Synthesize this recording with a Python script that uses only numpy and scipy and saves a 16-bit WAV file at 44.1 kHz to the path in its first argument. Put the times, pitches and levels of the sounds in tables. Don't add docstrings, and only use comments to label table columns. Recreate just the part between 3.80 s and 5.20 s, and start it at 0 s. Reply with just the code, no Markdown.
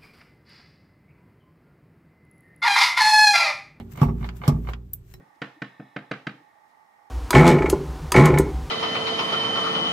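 import sys
import numpy as np
from scipy import signal
from scipy.fft import rfft, irfft
from scipy.io import wavfile
from scipy.ndimage import uniform_filter1d

SR = 44100
rng = np.random.default_rng(int(sys.argv[2]) if len(sys.argv) > 2 else 0)


def dump_mix(stems):
    frames = np.atleast_2d(stems).T
    limited = np.clip(frames, -1, 1)
    pcm = np.round(limited * 32767).astype(np.int16)
    wavfile.write(sys.argv[1], SR, pcm)


N = 61739

# start in seconds, thump level in dB, crack level in dB,
# crack t60 in seconds, spring level in dB.
SLAMS = [(0.2152, -3, -36.5, 0.14, -22), (0.6784, -3.5, -21, 0.067, -26.5)]
# frequency in Hz, level in dB.
CRACK_SPECTRUM = [(200, 10), (450, 9), (1200, 9), (1800, -20), (3000, -2.5), (4000, -7), (5500, -1.5),
                  (6800, -10), (7800, -7), (9600, -16), (11600, -4.5), (13000, -10), (15500, -15)]
CLANK_RISE_S, KNOCK_RISE_S, BOOM_RISE_S = 0.0012, 0.0016, 0.027
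JOINT_PAN_DB, METAL_SPREAD_RAD = -1, 0.63


def undb(db):
    return 10 ** (np.asarray(db) / 20)


def pan(db):
    return undb(np.array([[db], [-db]]) / 2)


def add(out, start, sound):
    i = int(round(start * SR))
    if i >= 0:
        out[:, i:] += sound[..., :N - i]
    else:
        out[:, :i] += sound[..., -i:]


def envelope(rise, t60):
    t = np.arange(N) / SR
    attack = np.sin(np.pi / 2 * np.minimum(t / rise, 1)) ** 2
    return attack * np.exp(-np.log(1000) * t / t60)


def noise(spectrum, wide_hz=780):
    hz = np.maximum(np.fft.rfftfreq(N, 1 / SR), 1)
    points_hz, points_db = np.array(spectrum).T
    gain = undb(np.interp(np.log(hz), np.log(points_hz), points_db))
    gain /= np.sqrt(1 + (points_hz[0] / 2 / hz) ** 4)
    mid, side = rfft(rng.standard_normal((2, N)))
    width = hz / np.hypot(hz, wide_hz)
    x = irfft(gain * (mid + np.array([[1], [-1]]) * side * width), N)
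    return x / x.std()


def ring(modes, rise, spread=0):
    t = np.arange(N) / SR
    lags = spread * rng.choice([-1, 1], len(modes))
    return sum(undb(db) * envelope(rise, t60) * np.sin(2 * np.pi * hz * t + lag * np.array([[1], [-1]]))
               for (hz, db, t60), lag in zip(modes, lags))


def friction(levels, spectrum, grain):
    flutter = uniform_filter1d(rng.standard_normal(N), size=64) * 8
    grains = np.exp(grain * flutter - grain ** 2)
    level_db = np.interp(np.arange(N) / SR, *np.array(levels).T)
    return noise(spectrum) * grains * undb(level_db)


def room_tone():
    # frequency in Hz, level in dB.
    rumble_spectrum = [(25, -7), (55, -4.5), (85, -1.5), (125, -1.5), (250, -23.5), (400, -20.5),
                       (520, -33.5), (1500, -43.5), (5000, -53.5), (15000, -76)]
    return undb(-48.5) * noise(rumble_spectrum)


def garage_reverb(direct):
    # band centre in Hz, t60 in seconds, reverberant level in dB.
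    bands = [(60, .55, -5), (150, 0.79, -13.5), (400, 0.47, -0.5), (520, 0.34, -4), (1060, 0.23, -12.5),
             (3000, 0.063, -9.5), (8000, 0.19, -15), (14000, 0.066, -11)]
    log_hz = np.log(np.maximum(np.fft.rfftfreq(N, 1 / SR), 1))
    log_centres = np.log([row[0] for row in bands])
    scatter = rfft(noise([(20, 0), (SR / 2, 0)]))
    tail = np.zeros((2, N))
    for selector, (_, t60, db) in zip(np.eye(len(bands)), bands):
        band_noise = irfft(scatter * np.interp(log_hz, log_centres, selector), N)
        fade = envelope(rise=0.0097, t60=t60)
        tail += undb(db) * band_noise * fade / np.linalg.norm(fade)
    return signal.fftconvolve(direct, tail, axes=1)[:, :N]


def grit():
    # time in seconds, level in dB.
    rustle_levels = [(0, -62.5), (.08, -73.5), (.125, -51), (.148, -64), (.2, -58), (.237, -45.5),
                     (.265, -64), (.33, -67.5), (.45, -60.5), (.525, -74.5), (.57, -54), (.605, -64),
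                     (.8, -64), (.9, -60), (.97, -75), (1.24, -71.5), (1.315, -57.5), (1.4, -74)]
    # frequency in Hz, level in dB.
    grit_spectrum = [(500, -4), (1800, 2), (4500, -7), (8000, -1.5), (10000, -12.5), (12500, 0),
                     (15500, -0.5)]
    # start in seconds, level in dB.
    crumbs = [(0.1184, -43.5), (0.125, -59), (0.135, -42.5), (0.1588, -42), (0.1727, -39), (0.176, -43.5),
              (0.551, -63.5), (0.5625, -67), (0.568, -42.5), (0.590, -57), (1.3383, -38)]
    out = friction(rustle_levels, grit_spectrum, grain=0.21) * pan(5.5)
    for start, db in crumbs:
        crackle = noise(grit_spectrum) * envelope(CLANK_RISE_S, t60=0.019)
        add(out, start, undb(db) * pan(4) * crackle)
    return out


def tick_and_clink():
    # frequency in Hz, level in dB.
    tick_spectrum = [(1000, -41.5), (3300, -33), (4500, -31.5), (6500, -27.5), (8000, -14), (10000, -24),
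                     (11500, -5.5), (12700, -2), (14000, -1), (15500, -9)]
    # frequency in Hz, level in dB, t60 in seconds.
    clink_modes = [(146, 6.5, 0.23), (368.4, -0.5, 0.53), (804, -5.5, 0.069), (1050, -12, 0.066),
                   (1870, 3, 0.042), (3990, 1.5, 0.076), (4100, -7, 0.044), (5350, 0, 0.081)]
    tick_s, reflection_delay_s, clink_s = 1.1325, 0.0027, 1.339
    out = np.zeros((2, N))
    tick_shape = envelope(rise=0.0034, t60=0.013)
    add(out, tick_s, undb(-11) * pan(6.5) * noise(tick_spectrum) * tick_shape)
    add(out, tick_s + reflection_delay_s, undb(-15) * pan(-17.5) * noise(tick_spectrum) * tick_shape)
    clink = ring(clink_modes, KNOCK_RISE_S, METAL_SPREAD_RAD)
    contact = noise(CRACK_SPECTRUM) * envelope(KNOCK_RISE_S, t60=0.096)
    add(out, clink_s, undb(-50.5) * clink + undb(-54.5) * contact)
    return out


def coil_spring():
    # frequency in Hz, level in dB, t60 in seconds.
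    hum_modes = [(59.6, -19, 3), (92.9, -3.5, 1.01), (118.8, -11.5, 1.92), (178.1, -12.5, 1.7),
                 (228.3, 1, 0.66), (265.4, -5, .36), (289, -23, 1.6), (363.7, -18, .9), (392, -19, 1.46),
                 (459, -43.5, 0.33)]
    sway_modes = [(59.27, 0, 1), (135, 0.5, 0.18), (228, -1, 0.1)]
    # start in seconds, level in dB.
    returns = [(-0.012, -38), (0.413, -28), (0.874, -27)]
    out = np.zeros((2, N))
    hum = ring(hum_modes, BOOM_RISE_S)
    add(out, -0.052, undb(-32) * hum)
    for start, *_, spring_db in SLAMS:
        add(out, start, undb(spring_db) * hum)
    for start, db in returns:
        add(out, start, undb(db) * ring(sway_modes, BOOM_RISE_S))
    return out


def socket():
    # time in seconds, level in dB.
    slide_levels = [(0, -80), (.07, -63), (.14, -58.5), (.2, -43), (.24, -42), (.29, -52), (.34, -65),
                    (.40, -53), (.46, -43), (.52, -57.5), (.612, -58), (.65, -41.5), (.74, -53.5),
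                    (.82, -67), (.9, -41), (.96, -65.5), (1.02, -95), (1.4, -88)]
    # start in seconds, contact level in dB,
    # contact t60 in seconds, housing level in dB.
    knocks = [(-0.006, -35, 0.079, -44.5), (0.154, -50, .05, -45), (0.1745, -41, 0.057, -38),
              (0.1865, -35, 0.025, -43), (0.197, -38, 0.06, -43.5), (0.2135, -29, 0.066, -47),
              (0.4095, -56, .03, -43.5), (0.4275, -46, 0.051, -37.5), (0.4424, -30, .05, -37),
              (0.616, -58, 0.021, -34.5), (0.636, -33, 0.064, -29.5), (0.654, -35.5, 0.1, -58),
              (0.669, -37.5, 0.082, -37), (0.848, -51.5, 0.051, -49), (0.8715, -51, 0.076, -35),
              (0.8875, -28, 0.031, -31.5)]
    # start in seconds, level in dB.
    snaps = [(0.4891, -27), (0.9341, -27)]
    # frequency in Hz, level in dB.
    slide_spectrum = [(200, 6.5), (580, -2), (760, -1), (1200, -1.5), (1650, -7.5), (2200, -11),
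                      (3000, -14), (4500, -20), (7000, -26), (10000, -32.5), (14000, -25.5)]
    knock_spectrum = [(150, -8), (350, 2.5), (550, 12), (620, -9.5), (750, 10.5), (1150, -5), (1650, -7.5),
                      (2200, -1.5), (2570, -14), (3000, -7), (4500, -16), (6500, -45), (10000, -48),
                      (14000, -38)]
    snap_spectrum = [(200, 14.5), (600, -21), (1300, 2), (2200, -6), (3100, -2), (4100, -15.5), (4550, -7),
                     (5800, -23), (7400, -21.5), (10000, -56), (14000, -43)]
    # frequency in Hz, level in dB, t60 in seconds.
    housing_modes = [(730, -7, 0.086), (845, -9.5, 0.13), (1006, -5.5, 0.074), (1157, 4.5, 0.028),
                     (1300, -15, 0.026), (1557, -8.5, .06), (2139, -4.5, 0.041), (2301, -7, 0.044),
                     (2974, -12, 0.047), (3680, -24, 0.07), (4340, -27.5, 0.073)]
    out = friction(slide_levels, slide_spectrum, grain=0.24)
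    housing = ring(housing_modes, KNOCK_RISE_S, METAL_SPREAD_RAD)
    for start, contact_db, t60, housing_db in knocks:
        contact = noise(knock_spectrum) * envelope(KNOCK_RISE_S, t60)
        add(out, start, undb(contact_db) * contact + undb(housing_db) * housing)
    for start, db in snaps:
        contact = noise(snap_spectrum) * envelope(CLANK_RISE_S, t60=0.03)
        add(out, start, undb(db) * (contact + undb(-14.5) * housing))
    return out * pan(JOINT_PAN_DB)


def clunks():
    # frequency in Hz, level in dB, t60 in seconds.
    wheel_modes = [(97, -25, 0.15), (121, -8, 0.063), (143.6, 0.5, 0.13), (171, -13.5, 0.054),
                   (230.74, -12, 0.26), (279, -23.5, 0.045), (354.5, -29.5, .14), (428, -26, 0.092)]
    arm_modes = [(697, -11.5, 0.15), (846, -5, 0.067), (975, -23.5, 0.136), (1121, -9, 0.11),
                 (1144, -1, 0.049), (1270, -45, 0.076), (1530, -26, 0.098), (3670, -35.5, 0.098),
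                 (4600, -35, 0.0383), (5540, -35, .13)]
    # start in seconds, level in dB.
    blows = [(0.2165, -21), (0.2285, -17.5), (0.2666, -37), (0.2845, -31), (0.2935, -34.5), (0.6775, -23.5),
             (0.691, -22), (0.722, -35), (0.744, -43.5), (0.764, -45.5)]
    # frequency in Hz, level in dB.
    clack_spectrum = [(250, -15), (440, 0), (600, -12), (720, -12.5), (900, 0.5), (1040, -15.5),
                      (1160, -1.5), (1290, -9), (1420, -28.5), (2200, -19), (4000, -51), (12000, -54)]
    # start in seconds, level in dB.
    bumps = [(0.135, -30), (0.172, -27.5), (0.283, -15), (0.301, -14), (0.406, -22.5), (0.601, -29),
             (0.639, -34), (0.742, -14.5), (0.761, -19.5)]
    boom_hz, boom_db, boom_t60_s, boom_delay_s = 55.7, -13.5, 0.42, 0.034
    out = np.zeros((2, N))
    bass_cut = signal.butter(2, 80, "highpass", fs=SR, output="sos")
    thump = signal.sosfilt(bass_cut, ring(wheel_modes, rise=0.0052))
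    bump = signal.sosfilt(bass_cut, ring(wheel_modes, rise=0.0081))
    for start, thump_db, crack_db, crack_t60, _ in SLAMS:
        add(out, start, -undb(thump_db) * thump)
        crack = noise(CRACK_SPECTRUM) * envelope(CLANK_RISE_S, crack_t60)
        add(out, start - CLANK_RISE_S, undb(crack_db) * pan(JOINT_PAN_DB) * crack)
        boom = ring([(boom_hz, boom_db, boom_t60_s)], BOOM_RISE_S)
        add(out, start + boom_delay_s, undb(thump_db) * boom)
    for start, db in blows:
        clack = undb(-2.5) * noise(clack_spectrum) * envelope(CLANK_RISE_S, t60=0.076)
        clank = ring(arm_modes, CLANK_RISE_S, METAL_SPREAD_RAD)
        add(out, start, undb(db) * pan(-0.5) * (clack + clank))
    for start, db in bumps:
        add(out, start, undb(db) * bump)
    return out


def scene():
    direct = clunks() + coil_spring() + socket() + grit() + tick_and_clink()
    return direct + garage_reverb(direct) + room_tone()


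def record(dry):
    top_cut = signal.ellip(8, 0.2, 70, 15400, fs=SR, output="sos")
    return signal.sosfilt(top_cut, dry * pan(-0.9))


dry = scene()
out = record(dry)
dump_mix(out)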